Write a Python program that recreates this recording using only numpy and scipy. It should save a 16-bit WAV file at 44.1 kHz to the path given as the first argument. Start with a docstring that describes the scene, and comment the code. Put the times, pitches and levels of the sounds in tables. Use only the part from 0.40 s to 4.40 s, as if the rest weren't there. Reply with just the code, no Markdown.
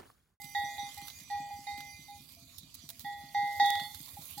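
"""The sheet-metal neck bell of a goat browsing in dry woodland: uneven clapper blows excite modes the neck damps.
A small bell and single high partials ring as decaying tones; a dull bell sounds far off.
To the right leaves rustle as grainy coloured noise, and tears and snaps are short decaying noise bursts.
Underneath, falling knocks and low puffs form a soft double thud, five a second, perhaps a slow engine far away.
"""
import sys
import numpy as np
from scipy import signal
from scipy.fft import rfft, irfft, next_fast_len
from scipy.io import wavfile
from scipy.ndimage import uniform_filter1d, map_coordinates

SR = 44100
rng = np.random.default_rng(int(sys.argv[2]) if len(sys.argv) > 2 else 0)


def file_out(sig):
    """Save sig as 16-bit WAV at sys.argv[1]."""
    # one column per channel
    cols = np.atleast_2d(sig).T
    # limit, then scale
    lim = np.clip(cols, -1, 1)
    pcm = np.round(lim * 32767).astype(np.int16)
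    wavfile.write(sys.argv[1], SR, pcm)


N = 176400  # samples, 4 s


def amp(db):
    """Logarithmic level: decibels become an amplitude ratio."""
    return 10 ** (np.asarray(db) / 20)


def unit(x):
    """Power normalisation: the signal is scaled to rms 1."""
    return x / np.sqrt(np.mean(x ** 2) + 1e-20)


def clock():
    """Uniform sampling: the time of every sample in seconds."""
    return np.arange(N) / SR


def curve(rows):
    """Linear interpolation: (time_s, value) rows are joined by straight lines."""
    return np.interp(clock(), *np.transpose(rows))


def wobble(rate):
    """Band-limited fluctuation: a smooth curve through random knots, rate of them a second."""
    knots = rng.standard_normal(int(N * rate / SR) + 4)
    return map_coordinates(knots, [clock() * rate])


def pan(db, lead=0):
    """Stereo level and phase difference: left minus right in dB, left lead in rad; gains average 1."""
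    gains = amp(np.array([[db], [-db]]) / 2)
    gains = gains / gains.mean()
    if not lead:
        return gains
    return gains * np.exp(.5j * lead * np.array([[1], [-1]]))


def coloured(x, points):
    """Spectral shaping: (frequency_hz, level_db) points are joined on a log-frequency axis."""
    hz, db = np.transpose(points)
    bins_hz = np.fft.rfftfreq(N, 1 / SR)
    gain = amp(np.interp(np.log(bins_hz + 1), np.log(hz), db))
    return irfft(rfft(x) * gain, N)


def noise(spectrum, alike):
    """Interchannel coherence: two independent noises are mixed to a given likeness, at rms 1."""
    a, b = coloured(rng.standard_normal((2, N)), spectrum)
    angle = np.arccos(np.clip(alike, -1, 1)) / 2
    left = a * np.cos(angle) + b * np.sin(angle)
    right = a * np.cos(angle) - b * np.sin(angle)
    return unit(np.array([left, right]))


def burst(s, db, length):
    """Impulsive excitation: a sudden onset decays exponentially with time constant length in s."""
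    age = clock() - s
    return amp(db) * (age >= 0) * np.exp(-np.clip(age / length, 0, 50))


def patchy(x, depth_db):
    """Time-frequency modulation: smoothed random patches of gain vary the noise."""
    spectra = signal.stft(x, nperseg=512)[2]
    field = rng.standard_normal(spectra.shape[1:])
    field = uniform_filter1d(field, size=7, axis=0)
    field = uniform_filter1d(field, size=12, axis=1)
    return unit(signal.istft(spectra * amp(depth_db * unit(field)), nperseg=512)[1][:, :N])


def crackle(rate, life_s, spread_db, share):
    """Random impulse train: many tiny decaying leaf contacts add to a steady part in power."""
    heights = amp(spread_db * np.minimum(rng.exponential(size=N), 4))
    hits = (rng.random(N) < rate / SR) * heights
    grains = unit(signal.lfilter([1], [1, -np.exp(-1 / (life_s * SR))], hits))
    share = np.clip(share, 0, 1)
    return np.sqrt(1 - share + share * grains ** 2)


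# colour of the left channel's leaf sounds, mostly duller in the highs: frequency_hz, gain_db
LEFT_COLOUR = [(600, -3), (2000, -4), (2900, -13), (3700, -22.5), (4600, -20), (5700, -2.5), (7000, 2.5),
               (8300, -0.5), (9200, -7), (10000, -19), (12000, -20), (15000, -20.5)]


def from_right(x):
    """Channel colour: the left channel is filtered by frequency, the right is left alone."""
    return np.array([coloured(x[0], LEFT_COLOUR), x[1]])


WOOD_T60_S = 0.38


def woodland(x):
    """Diffuse scattering: trunks return a short decaying tail, modelled by convolution with noise."""
    age = clock()[:SR // 2]
    envelope = amp(-60 * age / WOOD_T60_S) * (1 - np.exp(-age / 0.015))
    tail = rng.standard_normal((2, len(age))) * envelope
    return signal.fftconvolve(x, tail / np.linalg.norm(tail[0]), axes=1)[:, :N]


# beats: start_s, level_db (reference for the parts of the thud)
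THUDS = [(0.04, -46.5), (0.235, -45), (0.43, -48), (0.622, -47.5), (0.811, -49.5), (1, -45.5),
         (1.189, -47.5), (1.38, -46), (1.587, -48.5), (1.801, -48.5), (2.019, -50), (2.228, -47.5),
         (2.437, -49), (2.639, -47), (2.836, -48), (3.029, -46.5), (3.222, -45), (3.412, -44.5),
         (3.601, -46), (3.785, -44.5), (3.969, -48)]
# resonances after each knock: pitch_hz, level_db re beat, t60_s
THUD_RING = [(149.7, -8, 0.24), (267, -6.5, .12), (315, -6, 0.073)]
# steady rumble colour: frequency_hz, relative level_db per Hz
RUMBLE = [(20, -34.5), (40, -5.5), (65, -2), (110, -1), (155, 0), (200, -11), (255, -1), (330, -15),
          (450, -27), (1000, -34), (4000, -43.5)]
RUMBLE_DB, THUD_TOP_HZ = -65, 400
KNOCK_DB, KNOCK_HZ, KNOCK_END_HZ, KNOCK_FALL_S, KNOCK_S = -4, 351.4, 88, 0.0065, 0.0051
PUFF_DB, PUFF_HZ, PUFF_LEAD_S, PUFF_S = -6, 86.4, .039, 0.014


def thuds():
    """Transient and resonance: a low puff, then a falling knock and brief boom, over steady rumble."""
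    t, out = clock(), np.zeros(N)
    phase_turns = rng.random((len(THUDS), 2 + len(THUD_RING)))
    for (s, db), (knock_phase, puff_phase, *ring_phases) in zip(THUDS, phase_turns):
        i = np.flatnonzero(abs(t - s) < .16)
        age = np.maximum(t[i] - s, 0)
        puff_age = t[i] - s + PUFF_LEAD_S
        # integral of the falling frequency
        fall = (KNOCK_HZ - KNOCK_END_HZ) * KNOCK_FALL_S * (1 - np.exp(-age / KNOCK_FALL_S))
        turns = KNOCK_END_HZ * age + fall
        knock = age / KNOCK_S * np.exp(1 - age / KNOCK_S) * np.sin(2 * np.pi * (turns + knock_phase))
        puff = np.exp(-(puff_age / PUFF_S) ** 2) * np.sin(2 * np.pi * (PUFF_HZ * puff_age + puff_phase))
        out[i] += amp(db + KNOCK_DB) * knock + amp(db + PUFF_DB) * puff
        for (hz, level, t60), phase in zip(THUD_RING, ring_phases):
            envelope = amp(db + level - 60 * age / t60) * (1 - np.exp(-age / KNOCK_S))
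            out[i] += envelope * np.sin(2 * np.pi * (hz * age + phase))
    muffled = signal.sosfiltfilt(signal.butter(4, THUD_TOP_HZ, fs=SR, output="sos"), out)
    return muffled + amp(RUMBLE_DB) * noise(RUMBLE, alike=0.73)


# fine leaf hiss: time_s, level_db before FIZZ_DB
RUSTLE = [(0.0, -60), (0.53, -65), (0.69, -60.5), (0.93, -71), (1.17, -65.5), (1.29, -68.5), (1.71, -67),
          (1.89, -64.5), (2.19, -72.5), (2.39, -74), (2.57, -68), (3.02, -66.5), (3.17, -58), (3.31, -58),
          (3.65, -56.5), (3.91, -55), (4.0, -59)]
# coarser brushing: time_s, level_db before BRUSH_DB
BRUSH = [(0.0, -70), (0.56, -62), (1.12, -71.5), (1.32, -66), (1.65, -70.5), (1.92, -70), (2.25, -69),
         (2.57, -70.5), (2.94, -68), (3.14, -64.5), (3.33, -63), (4.0, -63.5)]
# hiss colour: frequency_hz, relative level_db per Hz
FIZZ = [(3000, -30.5), (7000, -29), (8700, -10), (10200, -3.5), (13000, -0.5), (16000, -4)]
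# brushing colour: frequency_hz, relative level_db per Hz
FOLIAGE = [(300, -17), (650, -4.5), (850, -7.5), (1120, -3), (1600, -13.5), (2100, -2.5), (2800, -2),
           (3700, 8.5), (4700, 5), (5700, -2), (7000, -1), (8400, -6), (11000, -5), (15000, -15)]
FIZZ_DB, BRUSH_DB = 10, 12.5


def leaves():
    """Friction noise: fine hiss and coarser brushing of the pulled branch, both grainy."""
    fizz = patchy(noise(FIZZ, alike=.1), depth_db=2.0)
    fizz = fizz * crackle(rate=560, life_s=.0007, spread_db=1, share=0.43)
    brush = patchy(noise(FOLIAGE, alike=0.064), depth_db=3.5)
    brush = brush * crackle(rate=160, life_s=0.0034, spread_db=4.5, share=0.2)
    flutter_db = 1.0 * wobble(rate=30)
    foliage = fizz * amp(curve(RUSTLE) + FIZZ_DB) + brush * amp(curve(BRUSH) + BRUSH_DB)
    return from_right(amp(flutter_db) * foliage)


# tearing leaves and snapping stalks: start_s, level_db before SNAP_DB or WOODY_DB,
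# decay time constant_s, woody_body_db added to the level
SNAPS = [(.017, -44.5, 0.009, -14), (.041, -45, 0.018, -10), (.543, -44.5, 0.004, -16),
         (0.577, -45.5, 0.01, -5), (0.616, -44, 0.0027, -1), (0.671, -45, 0.0099, -9),
         (0.682, -41, 0.0047, 4), (.701, -48.5, 0.0064, 8), (0.803, -43.5, .004, -11),
         (1.375, -48, 0.014, 2), (1.405, -43, .006, 1.5), (1.95, -49, 0.0016, -7),
         (2.182, -38.5, 0.0081, -19), (2.343, -40.5, 0.0053, -29), (2.351, -43.5, .004, -7),
         (2.49, -38.5, 0.008, -6), (2.502, -41.5, .006, -1), (2.595, -35.5, 0.0019, -7),
         (2.603, -44, 0.017, -7), (3.127, -46.5, 0.005, -17), (3.259, -36, 0.0055, -9),
         (3.304, -24, 0.0013, -6), (3.354, -44, 0.0023, 16), (3.397, -44.5, 0.007, 9),
         (3.546, -42, 0.0084, -2), (3.98, -40.5, .008, -11)]
# crack colour: frequency_hz, relative level_db
CRISP = [(500, -27.5), (2000, -37), (4000, 1), (5500, -6), (7000, -12), (8500, -10.5), (10500, -2),
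         (13000, -2), (16000, -1)]
# stalk colour: frequency_hz, relative level_db
WOODY = [(300, -19), (1200, -7.5), (1800, -9.5), (2600, -7), (4000, 5), (6000, -13.5), (15000, -29.5)]
SNAP_ROUGH_DB, SNAP_DB, WOODY_DB = 2.5, 5, -1


def snaps():
    """Fracture noise: rough bursts of cracking, each with more or less of a stalk's woody body."""
    crisp = sum(burst(s, db, length) for s, db, length, _ in SNAPS)
    crisp = crisp * unit(amp(SNAP_ROUGH_DB * wobble(rate=1500)))
    woody = sum(burst(s, db + body, length) for s, db, length, body in SNAPS)
    cracks = amp(SNAP_DB) * crisp * noise(CRISP, alike=0.13)
    stalks = amp(WOODY_DB) * woody * noise(WOODY, alike=.4)
    return from_right(cracks + stalks)


PING_SWELL_S = 0.0013


def ping(s, hz, db, t60):
    """Damped vibration: one partial swells and dies."""
    age = np.maximum(clock() - s, 0)
    envelope = amp(db - 60 * age / t60) * (1 - np.exp(-age / PING_SWELL_S))
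    return envelope * np.sin(2 * np.pi * hz * age)


# a dull bell far off: start_s, level_db
FAR_BLOWS = [(1.968, -61.5), (2.078, -67.5), (2.42, -72), (2.495, -63)]
FAR_HZ, FAR_T60_S = 677, 0.32


def far_bell():
    """Single-mode decay: a distant bell is reduced to a few dull, faint notes."""
    return sum(ping(s, FAR_HZ, db, FAR_T60_S) for s, db in FAR_BLOWS)


# single high partials, the small bell's pings at 5928 Hz and others of the neck bell:
# start_s, pitch_hz, level_db
PINGS = [(0.245, 5928, -45), (0.393, 5928, -45.5), (0.628, 5928, -48.5), (1.16, 5928, -56.5),
         (1.39, 5928, -60), (1.57, 5928, -56), (2.42, 5928, -56.5), (2.94, 5928, -53), (3.391, 4377, -45),
         (3.44, 4377, -42), (3.977, 7526, -51), (3.977, 8333, -55)]
# partials of the idle small bell: pitch_hz, level_db before TINKLE_LEVEL
TINKLE = [(2410, -73.5), (2436, -70), (3050, -80), (4638, -75), (4712, -70), (4760, -73.5), (5925, -70),
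          (6729, -80.5), (7714, -74.5), (10485, -75), (10560, -81)]
# fading of the tinkling: time_s, added level_db
TINKLE_LEVEL = [(0, 6), (.7, 2.5), (1.6, 2.5), (2.1, -10), (2.6, -10), (4, -10.5)]
PING_T60_S, TINKLE_T60_S = 0.29, 0.34
TINKLE_RATE, TINKLE_BLUR_RAD = 18, 0.42  # taps a second for each partial; phase wander


def small_bell():
    """Randomly excited resonance: faint tinkling blurred by phase wander, under single high partials."""
    age = clock()[:SR // 2]
    out = sum(ping(s, hz, db, PING_T60_S) for s, hz, db in PINGS) * pan(db=-5)
    for hz, db in TINKLE:
        taps = (rng.random(N) < TINKLE_RATE / SR) * rng.uniform(0.99, 1, (2, N))
        envelope = amp(-60 * age / TINKLE_T60_S) * (1 - np.exp(-age / 0.0029))
        ring = np.exp(2j * np.pi * hz * age) * envelope
        tone = signal.fftconvolve(taps, ring[None], axes=1)[:, :N]
        tone = tone * np.exp(1j * TINKLE_BLUR_RAD * wobble(rate=hz / 40))
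        out = out + unit(tone.real) * amp(db + curve(TINKLE_LEVEL)) * pan(db=-8.5)
    return out


# clapper blows, the spot hit setting each mode group: start_s, swell_s at REF_HZ, t60_factor,
# hum_db, low_rim_db, high_rim_db, waist_db, clang_db, shimmer_db
BLOWS = [(-.03, 0.0078, 0.97, -46.5, -63, -48.5, -70, -65, -75),
         (.148, 0.01, 0.91, -25.5, -32, -43, -45.5, -39.5, -51),
         (.380, 0.0071, 0.73, -31, -47, -46, -49, -42, -59),
         (.571, 0.006, 0.56, -40.5, -55, -52, -65.5, -70, -78),
         (.899, 0.018, 1.12, -28, -43.5, -60.5, -56.5, -59, -54.5),
         (1.104, 0.0055, 0.69, -35.5, -56.5, -56, -65, -77, -76),
         (1.268, 0.006, 1.014, -33.5, -52.5, -43, -74, -47.5, -52.5),
         (1.680, 0.018, 0.6, -40, -72, -60, -75, -57, -63),
         (2.645, 0.015, 0.96, -31.5, -40, -54, -50.5, -59, -61.5),
         (2.945, 0.0076, 1.57, -24, -37, -39, -53, -49, -52),
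         (3.197, 0.0049, 0.8, -17, -26.5, -43.5, -38.5, -34, -40),
         (3.243, 0.0064, 1.18, -22, -29.5, -41.5, -34, -34.5, -48.5),
         (3.768, .012, 0.097, -29.5, -60, -70, -76, -79, -78),
         (3.974, .010, 1, -36.5, -63, -80, -60, -75, -51.5)]
# bell modes: pitch_hz, level_db re group, t60_s before the blow's factor, group (0-5, rounded),
# left_minus_right_db, left_lead_rad
BELL = [(815.1, 0.5, 0.71, 0, -1.1, 0.4), (705, -26, 2.7, 1, -0.5, 0), (436, -43.5, 0.73, 0, -1.5, 1),
        (634, -36, 2.2, 0.5, 1, -1), (1075, -39.5, 1.9, 1, -6, 1), (1926.7, -0.5, 0.75, 1, -3.4, 0.28),
        (2064.3, -0.5, 2.1, 2, -5.5, 0.65), (3448, -1.5, 1.3, 3, -13, -.43),
        (3759, -1.5, .55, 4, -13, -.41), (3801, -5.5, .5, 4, -17, 0), (4377, 1, .7, 5, -13, 2),
        (4840, -6, .6, 5, -10, 1.8), (4914, -3, .4, 5, -9, 2.3), (5663, -10, .5, 5, -5, 1.8),
        (6164, -14, .45, 5, -6, 0), (6260, -14, .35, 5, -3.5, 1.5), (6724, -15.5, 0.37, 4, -4, 2.5)]
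# the neck presses on the bell: start_s, length_s, loss_db per s at REF_HZ, pitch_rise (share of REF_HZ)
PRESSES = [(0.472, 0.083, 172, 0.00076), (.67, 0.05, 61, 0.00107), (1.506, .15, 53, .001),
           (1.762, .3, 176, .001), (3.413, 0.11, 165, 0.0386), (3.513, 0.11, 85, 0.00082)]
# clapper contact noise colour: frequency_hz, relative level_db
CLACK = [(300, -16), (800, -4.5), (2000, 5), (4000, -2), (7000, -15), (15000, -25.5)]
REF_HZ, NECK_TILT = 805, 0.35  # the exponent makes the neck damp high modes less
CONTACT_S, HANDOVER_S = 0.00093, 0.014  # onset and replacement time constants
WAVER_DB, BUZZ_DB, BUZZ_RATE = 0.72, -24, 310  # slow mode waver; fast roughness, knots a second
CLACK_DB, CLACK_T60_S = -16, .024


def bell():
    """Modal synthesis: blows replace the last ring, low modes swell slowly, the neck damps and sharpens."""
    t, out, clack = clock(), np.zeros((2, N)), np.zeros(N)
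    loss_db = sum(rate * np.clip(t - s, 0, length) for s, length, rate, _ in PRESSES)
    rise = sum(share * np.clip((t - s) / length, 0, 1) for s, length, _, share in PRESSES)
    waver_db = [WAVER_DB * wobble(rate=22) for _ in BELL]
    ends = [row[0] for row in BLOWS[1:]] + [N / SR]
    for (s, swell, hold, *levels), end in zip(BLOWS, ends):
        i = np.flatnonzero((t >= s) & (t < end + 10 * HANDOVER_S))
        age = t[i] - s
        replaced = np.exp(-np.maximum(t[i] - end, 0) / HANDOVER_S)
        bend_turns = REF_HZ * np.cumsum(rise[i] - rise[i[0]]) / SR  # same shift in Hz for all modes
        for (hz, db, t60, group, side, lead), drift in zip(BELL, waver_db):
            size = amp(levels[int(round(group))] + db + drift[i] - 60 * age / (t60 * hold))
            swelling = 1 - np.exp(-age / swell * (hz / REF_HZ) ** 1.43)
            attack = swelling * (1 - np.exp(-age / CONTACT_S))
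            damped = amp((loss_db[i[0]] - loss_db[i]) * (REF_HZ / hz) ** NECK_TILT) * replaced
            vibration = np.exp(2j * np.pi * (hz * age + bend_turns + rng.random()))
            out[:, i] += (pan(side, lead) * size * attack * damped * vibration).real
        # the clack follows the strongest group above the hum
        clack += burst(s, max(levels[1:]) + CLACK_DB, CLACK_T60_S / np.log(1000))
    out *= 1 + amp(BUZZ_DB) * np.array([wobble(BUZZ_RATE), wobble(BUZZ_RATE)])
    return out + clack * noise(CLACK, alike=0.87) * pan(db=-5.5)


WOOD_DB = -18.5


def scene():
    """Superposition: near bells and snaps excite the wood, over leaves, thuds and the far bell."""
    near = bell() + small_bell() + snaps()
    return near + amp(WOOD_DB) * woodland(near) + leaves() + thuds() + far_bell()


TOP_HZ = 16100


def record(dry):
    """Band limitation: no spectral component at or above TOP_HZ is kept."""
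    size = next_fast_len(N + SR // 2)
    passed = np.fft.rfftfreq(size, 1 / SR) < TOP_HZ
    return irfft(rfft(dry, size) * passed, size)[:, :N]


dry = scene()
out = record(dry)
file_out(out)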